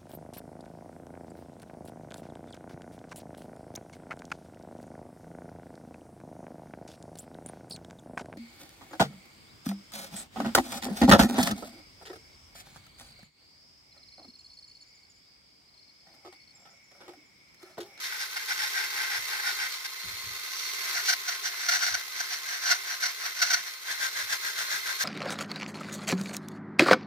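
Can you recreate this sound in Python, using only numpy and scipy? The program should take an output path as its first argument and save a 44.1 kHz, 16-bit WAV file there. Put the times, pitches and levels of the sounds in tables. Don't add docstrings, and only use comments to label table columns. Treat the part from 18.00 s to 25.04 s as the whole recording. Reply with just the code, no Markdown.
import sys
import numpy as np
from scipy import signal
from scipy.fft import rfft, irfft, next_fast_len
from scipy.io import wavfile

SR = 44100
rng = np.random.default_rng(int(sys.argv[2]) if len(sys.argv) > 2 else 0)


def unload_audio(sound):
    columns = np.transpose(np.atleast_2d(sound))
    steps = np.round(np.clip(columns, -1, 1) * 32767)
    wavfile.write(sys.argv[1], SR, steps.astype(np.int16))


N = 310464
TIME = np.arange(N) / SR

# middle t/s, half length/s, relative level/dB, rasp of the bit over body of the wood/dB
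STROKES = [(.056, .03, -34, 0.5), (0.136, 0.041, -37, -8), (0.223, 0.039, -33.5, -1),
           (0.408, .035, -39.5, -8), (0.509, 0.031, -31, -1.5), (0.627, 0.062, -31.5, -1),
           (0.801, 0.076, -31, -5), (1.009, 0.081, -30.5, -6.5), (1.144, .048, -29.5, -5),
           (1.335, 0.046, -32.5, -5.5), (1.478, 0.053, -30, -3), (1.627, 0.051, -30.5, -5),
           (1.736, 0.043, -40, 7), (1.855, .012, -31.5, 3), (2.634, .14, -38, 24), (2.884, .07, -38, -1),
           (2.978, .035, -29.5, -1), (3.09, 0.045, -26, 9), (3.311, 0.06, -35, 1.5), (3.464, .03, -30, 4.5),
           (3.535, 0.031, -38.5, -6), (3.646, 0.067, -33, 3), (3.735, .04, -23.5, 2.5),
           (3.856, .085, -28, 3), (3.975, .045, -36.5, -1), (4.201, 0.063, -36, 3), (4.335, .05, -33, 3),
           (4.525, 0.069, -33, 1), (4.695, 0.066, -25.5, 1.5), (4.912, 0.054, -33, 0.5),
           (5.056, 0.049, -30.5, 1), (5.252, 0.052, -33.5, -1.5), (5.45, 0.073, -28.5, 2.5),
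           (5.555, 0.057, -31, 2), (5.677, 0.024, -37, 1), (5.907, 0.047, -32.5, -3.5),
           (6.038, .048, -28.5, -2), (6.188, 0.046, -31, -2.5), (6.328, .04, -29, -1),
           (6.472, 0.046, -31, -2), (6.609, 0.046, -30, -1.5), (6.74, 0.052, -29.5, -2),
           (6.892, 0.042, -31, -3.5), (7.021, .028, -26, 0.5)]
# f/Hz, coherence of the motor, coherence of the wood
LIKENESS = [(100.1, 0.73, 1), (400.7, 0.46, 0.91), (1310, 0.66, 0.65), (3150, 0.046, 0.1833),
            (5230, 0.52, 0.63), (7300, 0.0779, 0.083), (15000, 0.056, 0.18)]
# f/Hz, relative level/dB per Hz
GRIND_FRONT = [(80, -35), (280, -38), (550, -32), (1200, -23), (2200, -16), (3100, -12), (5000, -8),
               (6200, -13), (7200, -21), (10000, -20), (15200, -29)]
GRIND_BACK = [(80, -33), (280, -33), (550, -32.5), (1200, -14.5), (2200, -16.5), (3100, -16.5),
              (5000, -13.5), (6200, -19.5), (7200, -20.5), (10000, -25.5), (15200, -26)]
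GRIND_END = [(80, -30.5), (280, -37), (550, -26.5), (1200, -19.5), (2200, -22), (3100, -15), (5000, -11),
             (6200, -9), (7200, -18), (10000, -20.5), (15200, -23.5)]
# f/Hz, width/Hz, lift/dB
WOOD_FRONT = [(852, 240, 14.5), (1587, 280, 16), (2046, 450, 15), (3690, 42, 7.5), (4033.6, 170.2, -1),
              (5480, 180, 7.5)]
WOOD_BACK = [(666, 230, 17.3), (1482, 340, 11.4), (1877, 730, 15.6), (2740, 110, 8.2), (4380, 396, 9.5),
             (5890, 720, 15.1)]
WOOD_END = [(650, 134, 5.5), (1020, 32, 4), (1571, 350, 15.8), (1985.6, 440, 14.2), (3600, 500, 4.8),
            (4200, 63, 2.1)]

FIRM_DB = -30
RASP_HZ = 2800


def carving():
    # t/s, half length/s, relative level/dB
    snag_list = [(.37, .012, -29.8), (.516, 0.015, -30.5), (.641, .014, -28.5), (.777, 0.019, -31.5),
                 (1.397, .012, -33), (2.957, 0.0089, -30), (3.097, 0.015, -21.5), (3.133, 0.0081, -22),
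                 (3.29, .012, -26), (3.693, .009, -21), (3.766, .009, -25), (3.833, 0.013, -24),
                 (3.88, .008, -26.5), (3.947, .007, -23), (4.208, .008, -28), (4.338, 0.0099, -30),
                 (4.716, 0.014, -18.5), (5.035, .011, -25), (5.062, .008, -25.5), (5.261, .008, -30.5),
                 (5.427, .011, -19.5), (5.512, 0.011, -22.5), (5.539, .011, -19), (5.92, .013, -32),
                 (6.331, 0.0073, -26.5)]
    chatter_db, chatter_span_db = -26, 3.5
    cuts = []
    for s, half_s, level_db, rasp_db in STROKES:
        skipping = 1 / (1.5 + np.exp((chatter_db - level_db) / chatter_span_db))
        cuts.append((s, half_s, level_db, rasp_db, skipping))
    for s, half_s, level_db in snag_list:
        snag_rasp_db = grip_at(s)[3]
        cuts.append((s, half_s, level_db, snag_rasp_db, 1))
    out = np.zeros((2, N))
    for s, half_s, level_db, rasp_db, skipping in cuts:
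        sound = cut(half_s, level_db, rasp_db, skipping, grip_at(s))
        add(out, sound, s - sound.shape[1] / SR / 2)
    return out


def grip_at(s):
    grip_list = [(0, 1634, 1590, -5, GRIND_FRONT, WOOD_FRONT), (2.3, 1483, 1560, 2, GRIND_BACK, WOOD_BACK),
                 (5.75, 1622, 1640, 0, GRIND_END, WOOD_END)]
    return grip_list[sum(s > later[0] for later in grip_list[1:])]


def cut(half_s, level_db, rasp_db, skipping, grip, bend_s=0.000803):
    # f/Hz, left minus right level/dB
    wood_sides = [(100, 1.5), (750, 3), (1500, 5.5), (2050, -0.5), (2900, -2.5), (4250, 3), (5700, -6.5),
                  (7200, 4), (8500, 18), (10800, 7.5), (15000, 4)]
    ring_scatter = .012
    ring_sag_hz_per_db = 3.5
    chatter_per_swing = .488
    lock_db, lock_width_hz = 3.5, 87
    uneven_db, uneven_hz = 0.62, 39.8
    chatter_share = 0.64

    _, free_hz, firm_hz, _, grind, modes = grip
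    ring_hz = firm_hz * (1 + ring_scatter * rng.standard_normal())
    ring_hz = ring_hz - ring_sag_hz_per_db * (level_db - FIRM_DB)
    skip_hz = ring_hz * chatter_per_swing

    size = next_fast_len(int(6 * half_s * SR) + 2048)
    f = np.fft.rfftfreq(size, 1 / SR)
    gain = colour(f, grind, modes, ring_hz / free_hz)
    gain = gain * undb(lock_db / (1 + (2 * (f - 2 * skip_hz) / lock_width_hz) ** 2))

    low = 1 / (1 + (f / RASP_HZ) ** 12)
    body = gain ** 2 * low
    rasp = gain ** 2 * (1 - low)
    power = body / body.mean() + rasp / rasp.mean() * undb(rasp_db) ** 2
    gain = np.sqrt(power / power.mean()) * undb(level_db)
    gain = gain * np.exp(-4j * np.pi * bend_s * np.sqrt(f * RASP_HZ))

    t = (np.arange(size) - size / 2) / SR
    edge = np.interp(half_s, [.012, .04], [3, 2.1])
    pressure = np.exp(-np.abs(t / half_s) ** edge)
    waver = walk(uneven_hz, size)
    pressure = pressure * undb(uneven_db * (waver - waver.mean()))

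    share = chatter_share * skipping
    chips = grit(size, flutter_hz=199.9, flutter_db=1.3, chip_rate=900, chip_share=0.19)
    force = np.sqrt(1 - share) * chips
    force[0] += np.sqrt(share) * chatter(pressure, skip_hz)
    return radiate(force * pressure, gain, wood_sides, [(hz, c) for hz, _, c in LIKENESS])


def chatter(pressure, hz, sag=.09):
    size = len(pressure)
    dug = np.cumsum(pressure ** 2) / np.sum(pressure ** 2)
    unsteady = .036 * walk(70, size) + .034 * walk(700, size)
    strength = undb(1.8 * walk(400, size))
    skips = np.cumsum(hz * (1 - sag * (dug - .5) + unsteady)) / SR
    blows = np.diff(np.floor(skips), prepend=0) * strength
    return (blows - blows.mean()) / blows.std()


def grit(size, flutter_hz, flutter_db, chip_rate, chip_share):
    hits = rng.random(size) < chip_rate / SR
    chips = hits * rng.standard_normal((2, size)) * np.sqrt(SR / chip_rate)
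    dense = rng.standard_normal((2, size))
    flurry = undb(flutter_db * walk(flutter_hz, size))
    flurry = flurry / np.sqrt(np.mean(flurry ** 2))
    return (np.sqrt(1 - chip_share) * dense + np.sqrt(chip_share) * chips) * flurry


def motor():
    # f/Hz, relative level/dB per Hz
    rush = [(60, -28), (250, -37), (550, -25), (900, -15.5), (2400, -9), (2900, -12.5), (3700, -7.5),
            (5000, -9), (6400, -10), (7000, -22), (8600, -24), (11500, -14), (13500, -18.5), (15200, -17)]
    # f/Hz, width/Hz, lift/dB
    housing = [(395, 141, 15.5), (1063, 28, 10.5), (1277, 41, 5.5), (1547, 39, 13), (2033, 230, 9.5),
               (3180, 41, 2.5), (4060, 63, 4.5), (5509, 362, -0.5), (7630, 1140, 8), (9554.3, 338, 2.5),
               (11050, 65.3, 4.5)]
    # f/Hz, left minus right level/dB
    motor_sides = [(100, 3.5), (400, 0), (1200, -1), (2100, -0.5), (4300, -1.5), (5700, -4), (7300, 0),
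                   (8600, 19), (10800, 2), (15000, 1)]
    gain = colour(np.fft.rfftfreq(N, 1 / SR), rush, housing)
    gain = gain / np.sqrt(np.mean(gain ** 2))
    force = grit(N, flutter_hz=225, flutter_db=1.8, chip_rate=900, chip_share=0.058)
    return radiate(force, gain, motor_sides, [(hz, c) for hz, c, _ in LIKENESS]) * undb(-1.62)


def whine(pan_db=3):
    # t/s, pitch f/Hz ahead of the sag, level against the motor curve/dB
    whine_path = [(0, 4345, -13.5), (.4, 4390, -13), (1.1, 4385, -14), (1.4, 4425, -13), (1.78, 4360, -11),
                  (1.9, 4260, -11), (2.06, 4225, -10), (2.37, 4360, -10), (2.55, 4340, -10),
                  (2.85, 4350, -11), (3.1, 4240, -16), (5.6, 4240, -17), (5.9, 4225, -10.5),
                  (7.04, 4280, -11)]
    # f/Hz, level against the motor curve/dB
    steady_tones = [(1215, -19.5), (1495, -20.5), (2065, -15), (9520, -25.5)]
    sag_hz = 65.6
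    whine_hz, whine_db = along(whine_path)
    high = tone(whine_hz - sag_hz * load(), width_hz=30, steady=1.3, wobble=.0045)
    high = high * undb(whine_db + np.array([[pan_db], [-pan_db]]) / 2)
    return high + sum(tone(hz) * undb(db) for hz, db in steady_tones)


def load():
    push = 0
    for s, half_s, db, _ in STROKES:
        push = push + undb(db - FIRM_DB) * np.exp(-((TIME - s) / half_s) ** 2)
    return 2 * push / (1 + push)


def tone(hz, width_hz=36, steady=0.78, wobble=.008):
    turn = np.exp(2j * np.pi * np.cumsum(hz * (1 + wobble * walk(20.57, N))) / SR)
    shake = walk(width_hz, N) + 1j * walk(width_hz, N)
    sides = (turn * np.array([steady + shake, 1j * steady + shake.conj()])).real
    return sides / sides.std()


def knocks(rise_s=0.0027, pan_db=2.0):
    # t/s, relative peak level/dB, decay of the drag/s
    knock_list = [(1.16, -52.5, 0.043), (2.035, -46.5, 0.0258), (2.09, -49.5, .05), (2.227, -45, 0.051),
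                  (2.291, -52, 0.041), (3.714, -59, 0.02196), (3.892, -51, 0.051), (3.94, -59, 0.0149),
                  (5.577, -60.5, 0.0208), (6.209, -57, 0.042)]
    # f/Hz, time to fall 60 dB/s, relative level/dB
    bench_modes = [(45.09, 0.0938, -7), (88.64, 0.1372, -2.5), (112.6, 0.141, -1.5),
                   (148.76, 0.04104, -0.5), (280.4, 0.074, -9.5)]
    out = np.zeros((2, N))
    t = np.arange(SR // 2) / SR
    bench = np.zeros(len(t))
    for k, (hz, t60, db) in enumerate(bench_modes):
        ring = np.sin(2 * np.pi * hz * t) * np.exp(-np.log(1000) * t / t60)
        bench += undb(db) * ring * (-1) ** k
    for s, db, drag_s in knock_list:
        rub = rng.standard_normal(len(t)) * np.exp(-t / drag_s) * (1 - np.exp(-t / rise_s))
        thud = signal.fftconvolve(rub, bench)
        sides = undb(db + np.array([[pan_db], [-pan_db]]) / 2)
        add(out, thud / np.abs(thud).max() * sides, s)
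    return out


def nearby(sound, echo_db=-10.0, decay_s=0.0034, lowest_hz=900):
    t = np.arange(SR // 25) / SR
    echoes = rng.standard_normal((2, len(t))) * np.exp(-t / decay_s) * (t > decay_s / 2)
    highpass = signal.butter(2, lowest_hz, "high", fs=SR, output="sos")
    echoes = signal.sosfilt(highpass, echoes)
    echoes *= undb(echo_db) / np.linalg.norm(echoes, axis=1, keepdims=True)
    return sound + signal.fftconvolve(sound, echoes, axes=1)[:, :N]


def radiate(force, gain, pan, likeness):
    # f/Hz, phase by which left leads/rad
    lead_points = [(300, 0.1), (850, 1.22), (1300, -0.17), (1600, -2.17), (1950, -1.83), (2300, -0.27),
                   (3000, 2.5), (3900, -1.36), (4400, 1.74), (5500, 0.85), (6400, 2.5), (7200, -0.736),
                   (15000, -2)]
    size = force.shape[1]
    f = np.fft.rfftfreq(size, 1 / SR)
    direct, diffuse = rfft(force)
    coherence = across(f, likeness)
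    direct = direct * np.sqrt((1 + coherence) / 2)
    diffuse = diffuse * np.sqrt((1 - coherence) / 2)
    ratio = undb(across(f, pan))
    lead = np.exp(1j * across(f, lead_points))
    sides = np.array([ratio * (direct + diffuse), (direct - diffuse) / lead])
    return irfft(sides * gain * np.sqrt(2 / (1 + ratio ** 2)), size)


def colour(f, points, modes, shift=1):
    lift = 0
    for hz, width, db in modes:
        centre = hz * (shift if hz < RASP_HZ else 1)
        lift = lift + db / (1 + (2 * (f - centre) / width) ** 2)
    return undb(across(f, points) + lift) * f ** 2 / (f ** 2 + 35 ** 2)


def walk(rate, size):
    f = np.fft.rfftfreq(size, 1 / SR)
    x = irfft(rfft(rng.standard_normal(size)) * np.exp(-(f / rate) ** 2), size)
    return x / x.std()


def undb(db):
    return 10 ** (np.asarray(db) / 20)


def along(table):
    s, *columns = np.transpose(table)
    return [np.interp(TIME, s, c) for c in columns]


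def across(f, points):
    hz, value = np.transpose(points)
    return np.interp(np.log(f + 1), np.log(hz), value)


def add(out, sound, s):
    start = int(s * SR)
    a, b = max(start, 0), min(start + sound.shape[-1], N)
    if b > a:
        out[:, a:b] += sound[..., a - start:b - start]


def scene():
    # t/s, relative level/dB
    motor_level = [(0, -36.5), (.4, -36.5), (.55, -34), (1.6, -33.5), (1.85, -38), (2.5, -36), (2.9, -31.5),
                   (3.2, -35.5), (3.6, -36), (4.07, -37.5), (5.3, -36.5), (5.68, -39), (5.8, -42),
                   (5.9, -37.5), (6.3, -36), (7.04, -34.5)]
    motor_db, = along(motor_level)
    tool = (motor() + whine()) * undb(motor_db)
    return nearby(tool + carving() * undb(0.18)) + knocks() * undb(-1.5)


def record(dry):
    lowpass = signal.ellip(12, .1, 80, 15500, fs=SR, output="sos")
    return signal.sosfilt(lowpass, dry)


dry = scene()
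out = record(dry)
unload_audio(out)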